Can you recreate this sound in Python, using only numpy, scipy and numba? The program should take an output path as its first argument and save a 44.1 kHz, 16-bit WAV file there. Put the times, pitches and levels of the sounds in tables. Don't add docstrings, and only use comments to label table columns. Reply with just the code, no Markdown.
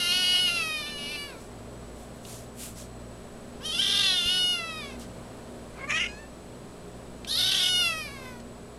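import sys
import numpy as np
from scipy import signal
from scipy.fft import rfft, irfft
from scipy.io import wavfile
from scipy.ndimage import uniform_filter1d
from numba import njit

SR = 44100
rng = np.random.default_rng(int(sys.argv[2]) if len(sys.argv) > 2 else 0)


def invert_db(x):
    u = np.asarray(x, float) / 20
    return 10 ** u


def store_wav(level_fs):
    pcm = np.round(np.clip(np.atleast_2d(level_fs), -1, 1) * 32767)
    wavfile.write(sys.argv[1], SR, pcm.T.astype(np.int16))


N = 387198


@njit
def svf(x, hz, width):
    y, band_state, low_state = np.empty(len(x)), 0., 0.
    for i in range(len(x)):
        g, k = np.tan(np.pi * hz[i] / SR), width / hz[i]
        v = (band_state + g * (x[i] - low_state)) / (1 + g * (g + k))
        band_state, low_state = 2 * v - band_state, low_state + 2 * g * v
        y[i] = k * v
    return y


def band(x, hz, width, count=2):
    for _ in range(count):
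        x = svf(x, hz + np.zeros(len(x)), float(width))
    return x


def walk(rate, size=N):
    hold = max(int(SR / rate), 2)
    levels = np.repeat(rng.standard_normal(size // hold + 1), hold)
    return 1.4 * uniform_filter1d(uniform_filter1d(levels, hold), hold)[:size]


def steady(x):
    power = uniform_filter1d(uniform_filter1d(x ** 2, size=900), size=900)
    return x / np.sqrt(power + 1e-12)


# frequency in Hz, density in dB per Hz.
AIR_SPECTRUM = [(15, -1), (35, -9), (227, -2), (281, -4.5), (399, -5.5), (631, -4.5), (848, -13),
                (1050, -13), (2170, -23), (4150, -25.5), (6040, -30), (7290, -28), (8120, -31), (8800, -26),
                (15500, -46)]
# frequency in Hz, rms level in dB, wobble in dB.
LINES = [(120, -54, 3), (179, -59, 3), (238, -53, 3), (360, -62, 3), (411, -56, 2), (2374, -76, 2),
         (4113, -77, 2), (4172, -77, 2), (7795, -79, 1), (7822, -76, 1), (7854, -72, 2), (7881, -66, 1),
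         (7940, -75, 1), (8000, -78, 1)]
# time in seconds, level in dB.
MOTOR_LOAD = [(0.0, -60), (0.12, -57), (1.3, -55), (1.96, -47.5), (2.2, -56), (3.06, -48), (3.42, -63),
              (3.62, -51), (4.5, -61), (4.96, -49), (5.31, -57), (6.11, -49), (6.68, -60), (6.92, -52),
              (7.36, -50.5), (7.68, -61), (7.82, -52), (8.78, -55)]
AIR_DB, MOTOR_HZ = -45, 59.2


def hum():
    hz = np.maximum(np.fft.rfftfreq(N, 1 / SR), 1)
    corner_hz, density_db = np.transpose(AIR_SPECTRUM)
    colour = invert_db(np.interp(np.log(hz), np.log(corner_hz), density_db))
    air = irfft(rfft(rng.standard_normal(N)) * colour, N) * invert_db(.5 * walk(1.68))
    out = air * invert_db(AIR_DB) / np.std(air)
    t = np.arange(N) / SR
    for hz, db, wobble_db in LINES:
        level = np.sqrt(2) * invert_db(db + wobble_db * walk(6.0))
        out += level * np.sin(2 * np.pi * hz * t + wobble_db / 2 * walk(10))
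    throb = invert_db(np.interp(t, *np.transpose(MOTOR_LOAD)) + 0.6)
    return out + np.sqrt(2) * throb * np.sin(2 * np.pi * MOTOR_HZ * t + 0.56 * walk(2.14))


# start in seconds, peak level in dB, frequency in Hz.
TICKS = [
    (2.055, -38, 2870),
    (2.2513, -23, 3470),
    (4.996, -29, 8970),
    (7.2467, -17, 3100),
    (8.401, -31, 4610),
]


def ticks():
    out, t = np.zeros(N), np.arange(8000) / SR
    for s, db, hz in TICKS:
        decay = invert_db(db - 60 * t / .02)
        tick = band(rng.standard_normal(len(t)) * decay, hz, .8 * hz)
        out[int(s * SR):int(s * SR) + len(t)] += 0.55 * tick
    return out


KNOCK_S = 4.258
# level in dB, frequency in Hz, 60 dB decay time in seconds.
KNOCK = (-28, 75, 0.054)


def knock():
    out, t = np.zeros(N), np.arange(8000) / SR
    db, hz, t60 = KNOCK
    crack = band(rng.standard_normal(len(t)), 10500, 14000, count=1) * invert_db(-5 - 60 * t / 0.03)
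    start = int(KNOCK_S * SR)
    out[start:start + len(t)] += (np.sin(2 * np.pi * hz * t) + crack) * invert_db(db - 60 * t / t60)
    return out


# peak in seconds, level in dB, length in seconds, centre in Hz.
STROKES = [
    (1.299, -60, 0.065, 4970),
    (1.413, -56.5, .15, 6930),
    (2.002, -58, .2, 7770),
    (2.16, -60, .08, 7800),
    (2.312, -46, 0.27, 7350),
    (2.627, -40.5, 0.19, 8100),
    (2.792, -46, 0.14, 6900),
    (5.014, -48.5, 0.086, 4930),
]
STROKE_RISE, STROKE_EDGE_DB = 0.38, -21.5


def fur():
    out = np.zeros(N)
    lead = 8000
    t = np.arange(-lead, 12000) / SR
    for s, db, length, hz in STROKES:
        off_peak = t / length / np.where(t < 0, STROKE_RISE, 1 - STROKE_RISE)
        grains = rng.standard_normal(len(t)) * invert_db(1.1 * walk(300, size=len(t)))
        hiss = band(grains, hz, 13600, count=3) + invert_db(1.5) * band(grains, 4050, 5000, count=1)
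        start = int(s * SR) - lead
        out[start:start + len(t)] += invert_db(db + STROKE_EDGE_DB * off_peak ** 2) * steady(hiss)
    return out


# start in seconds, roughness from 0 to 1.
REGISTERS = [(0, .13), (.325, .24), (.385, .07), (.47, .18), (.52, .09), (.63, .05), (.86, .2), (.92, .07),
             (1.3, .3), (3.635, .09), (3.72, .4), (3.815, .6), (3.975, .45), (4.075, .1), (4.39, .045),
             (4.82, .12), (4.9, .3), (5.5, .85), (5.82, .25), (5.895, .75), (5.93, .25), (5.995, .45),
             (6.04, .7), (6.08, .06), (7, .45), (7.38, .48), (7.5, .68), (7.625, .36), (7.69, .05),
             (8.05, .17)]
# start in seconds, end in seconds, dB against the main partials.
DOUBLINGS = [(0, .4, -2.5), (.4, 0.469, -11), (.46, 0.505, -5), (.5, 0.627, -14), (.86, 0.908, -9),
             (0.973, 1.1, -6), (1.11, 1.167, -0.5), (3.813, 4.153, 4), (4.15, 4.392, -7),
             (5.89, 5.928, -12), (5.965, 6.078, -4.5), (7.375, 7.503, -8), (7.506, 7.635, 1.5),
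             (7.63, 7.696, -8.5)]
LOCKED_DB, SLIP_S = -38, 0.012


def folds(t, hz):
    size = len(t)

    def slide(v):
        return uniform_filter1d(v, size=max(int(SLIP_S * SR), 1))

    since, roughness = np.transpose(REGISTERS)
    rough = slide(roughness[np.searchsorted(since, t, "right") - 1])
    doubling_db = np.full(size, 1. * LOCKED_DB)
    for s0, s1, db in DOUBLINGS:
        doubling_db[(t >= s0) & (t < s1)] = db
    doubling = invert_db(slide(doubling_db))
    hops = uniform_filter1d(np.repeat(rng.standard_normal(size // 800 + 1), 800)[:size], size=150)
    jitter = 1 + .003 * walk(60, size=size) + .022 * rough * hops
    phase = np.pi * np.cumsum(hz * jitter) / SR
    shaken = phase + (.008 + .1 * rough) * walk(500, size=size)
    pulses = 0
    for k in range(1, 58):
        looseness = min(k / 8, 1)
        scatter = rough * looseness ** 2
        drift = invert_db(2.2 * looseness * walk(12, size=size) + 6 * scatter * walk(250, size=size))
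        slip = rng.uniform(0, 3) + 1.5 * scatter * walk(300, size=size)
        level = doubling * min(k / 5, 1) if k % 2 else 1
        pulses = pulses + level * (k * hz < 32000) * drift * np.cos(k * shaken + slip)
    leak = (1 + .6 * np.cos(2 * phase)) * (.25 + 3.7 * rough ** 2)
    air = rng.standard_normal(size) * leak
    return pulses * invert_db(3 * rough * walk(200, size=size)) + air


TAIL_TOP = 0.62


def vocal_tract(source, hz, mouth_hz, lost_db, gape, teeth_hz):
    gape_db, gape_hz, top_db, third_db, nose_hz = gape
    mouth = band(source, mouth_hz, 955, count=3) + invert_db(gape_db) * band(source, gape_hz, 1510, count=3)
    throat = band(source, 2 * hz, 1090) - invert_db(third_db) * band(source, 3 * hz, 220)
    throat = throat + invert_db(-7.5) * band(source, hz, 200)
    nose = band(source, nose_hz, 3310, count=3)
    breath = source + 0.85 * rng.standard_normal(len(source))
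    teeth = band(breath, teeth_hz, 4300, count=6) + invert_db(-8) * band(breath, 8700, 3200, count=3)
    teeth = teeth + invert_db(top_db + TAIL_TOP * lost_db) * band(breath, 13500, 2600)
    return steady(mouth), steady(throat), steady(nose), steady(teeth)


def played(table):
    s, *columns = np.transpose(table)
    t = np.arange(int(s[0] * SR), int(s[-1] * SR)) / SR
    under_way = s[0] < .001
    edge = np.clip(np.minimum(t - s[0] + under_way, s[-1] - t) / .008, 0, 1)
    return int(s[0] * SR), t, edge, [np.interp(t, s, c) for c in columns]


# time in seconds, effort in dB, mouth resonance in Hz (opening),
# throat over mouth in dB (jaw closure).
MEOWS = [
    [(0.0, -30, 3040, -5.5), (0.12, -26.5, 2990, -9), (0.42, -25, 3030, -12), (0.66, -32, 2576, -6),
     (0.8, -35, 2524, -7.5), (0.934, -41, 2800, -5.5), (1.064, -38, 2810, -16), (1.23, -39.5, 2703, -7.5),
     (1.4, -63.5, 2494, 9)],
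    [(3.6, -63, 3020, 14), (3.66, -36.5, 3300, -17), (3.784, -27.5, 3140, -14), (4.012, -24.5, 3530, -12),
     (4.274, -24.5, 3000, -13), (4.516, -27, 2970, -13), (4.63, -40, 2860, 2), (4.842, -41.5, 2500, -6),
     (4.97, -56, 2500, -2)],
    [(7.268, -44, 3200, -7), (7.31, -31.5, 3830, -17.5), (7.4, -28, 3720, -13), (7.64, -25, 3220, -12.5),
     (7.87, -27.5, 2830, -8.5), (7.94, -38, 2650, 2), (8.05, -40, 2440, -7), (8.1, -46.5, 2580, -1.5),
     (8.41, -62, 2200, 7)],
]
CHIRP = [
    [(5.73, -72, 2300, 13), (5.79, -56, 2500, 10), (5.82, -46.5, 2160, 2), (5.846, -37.5, 2250, -2),
     (5.87, -60, 2200, 6)],
    [(5.87, -58, 2160, 12), (5.892, -37.5, 2180, 1), (5.908, -26, 2250, -14), (5.93, -31.5, 2440, -4.5),
     (5.964, -25.5, 2970, -15), (5.99, -29.5, 2820, -12), (6.005, -26.5, 2650, -22),
     (6.06, -32.5, 2620, -14), (6.078, -38, 2690, -12)],
    [(6.078, -52, 2600, 1), (6.184, -59, 2680, 9), (6.255, -75, 2640, 19), (6.28, -78, 2720, 5)],
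]
# time in seconds, pitch in Hz.
PITCH = [
    [(0.05, 697), (0.2, 733.7), (0.46, 729.4), (0.5, 702.6), (0.63, 645), (0.84, 597), (0.9, 596),
     (1.0, 574), (1.276, 578.3)],
    [(3.66, 630), (3.72, 622), (3.814, 808), (4.0, 793.7), (4.235, 693), (4.33, 736.3), (4.52, 720.7),
     (4.6, 675), (4.8, 621)],
    [(7.315, 609.5), (7.361, 641), (7.387, 732), (7.57, 784.6), (7.63, 736), (7.77, 727), (7.96, 636.5),
     (8.2, 524.7), (8.42, 468)],
    [(5.72, 518), (5.826, 533), (5.87, 576)],
    [(5.87, 595), (5.92, 586), (5.958, 641), (5.99, 650), (6.01, 725), (6.06, 705), (6.078, 740)],
    [(6.078, 827), (6.178, 848), (6.2, 892), (6.3, 890)],
]
# second mouth resonance in dB, its frequency in Hz, top air in dB,
# third partial in dB, nose resonance in Hz.
GAPE = [
    (-8, 3680, -24, 2.5, 5000),
    (-3.5, 3340, -28, -1, 5100),
    (-6, 3300, -25, 1.5, 5030),
    (-13, 3150, -38, -17, 5900),
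    (1.5, 2420, -38, -21, 5730),
    (2, 4340, -38, -24, 6200),
]
# nose in dB and teeth in dB at full effort,
# dB the nose and dB the teeth win per dB of lost effort, teeth resonance in Hz.
TRACT = [
    (-14, -15.5, 0.17, 0.22, 10840),
    (-12, -16.5, 0.079, 0.081, 10700),
    (-9.5, -14.5, .1, 0.17, 10940),
    (-34, -40, 0, 0, 10500),
    (-17.5, -29.5, 0.057, 0, 9900),
    (-12, -32, .15, .1, 10500),
]
# time in seconds, pitch bump in Hz, effort bump in dB, half width in seconds.
QUAVERS = [(0, 24, -1.5, 0.034), (0.138, 10, 0, 0.013), (0.251, -9, 0, 0.033), (0.351, -7, 1.5, 0.014),
           (.485, -14.5, 1, 0.013), (.535, 1, -1.5, .01), (.57, 12, 0.5, 0.031), (.835, -12, -1.5, 0.018),
           (1.125, 20.5, 1.5, .035), (1.36, -60.5, -0.5, .06), (3.66, 10.5, 4, 0.016),
           (3.734, 25.5, -1.5, 0.0122), (3.774, -25, -2, 0.017), (3.8, 5.5, 2.5, .012),
           (3.858, -25, -1, .015), (4.12, 0, 0, 0.046), (4.225, -1, -4, 0.077), (4.845, -24.5, -0.5, 0.035),
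           (4.915, -23, 1, 0.0154), (7.396, 9, 3, 0.011), (7.42, -20.5, 0.5, .02), (7.59, -11, -1, 0.027),
           (7.66, -0.5, 0.5, .02), (7.76, -4, 0.5, 0.014), (7.8, 9, 1.5, 0.021), (7.855, 0, 0, 0.011),
           (7.99, 9, 2.5, 0.02), (8.094, -19.5, -1, 0.025), (8.13, 12, 0, 0.013), (8.28, 8, 5, 0.0506)]
RISE_HZ_PER_S, SAG_HZ_PER_S = 2300, 700
FULL_DB = -25
BITE_DB, BITE_S = 6, 0.13


def kitten():
    out = np.zeros(N)
    for cry, pitch, gape, tract in zip(MEOWS + CHIRP, PITCH, GAPE, TRACT):
        start, t, edge, (db, mouth_hz, throat_db) = played(cry)
        s, pitch_hz = np.transpose(pitch)
        early = np.clip(s[0] - t, 0, 1) * (start > 0)
        late = np.clip(t - s[-1], 0, 1)
        hz = np.interp(t, s, pitch_hz) - RISE_HZ_PER_S * early - SAG_HZ_PER_S * late
        hz = np.maximum(hz, 480)
        for s, bump_hz, bump_db, half in QUAVERS:
            bump = np.exp(-((t - s) / half) ** 2)
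            hz, db = hz + bump_hz * bump, db + bump_db * bump
        lost_db = FULL_DB - db
        bite_db = BITE_DB * np.exp(-(t - t[0]) / BITE_S)
        full_nose_db, full_teeth_db, nose_share, teeth_share, teeth_hz = tract
        nose_db = full_nose_db + nose_share * lost_db + bite_db
        teeth_db = full_teeth_db + teeth_share * lost_db + bite_db
        mouth, throat, nose, teeth = vocal_tract(folds(t, hz), hz, mouth_hz, lost_db, gape, teeth_hz)
        voice = mouth - invert_db(throat_db) * throat - invert_db(nose_db) * nose + invert_db(teeth_db) * teeth
        out[start:start + len(t)] += edge * invert_db(db) * voice
    return out


ROOM_T60_S, ROOM_DB = 0.15, -12


def room(near):
    t = np.arange(SR // 2) / SR
    decay = invert_db(-60 * t / ROOM_T60_S) * (t > .004)
    tail = band(rng.standard_normal(len(t)), 3700, 13500, count=1) * decay
    echo = signal.fftconvolve(near, tail / np.sqrt(np.sum(tail ** 2)))[:N]
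    return invert_db(ROOM_DB) * echo


def scene():
    near = ticks() + knock() + fur() + kitten()
    return np.tile(near + room(near) + hum(), (2, 1))


def top_cut(x):
    return signal.sosfilt(signal.butter(12, 15640, fs=SR, output="sos"), x)


def record(dry):
    return top_cut(dry)


dry = scene()
out = record(dry)
store_wav(out)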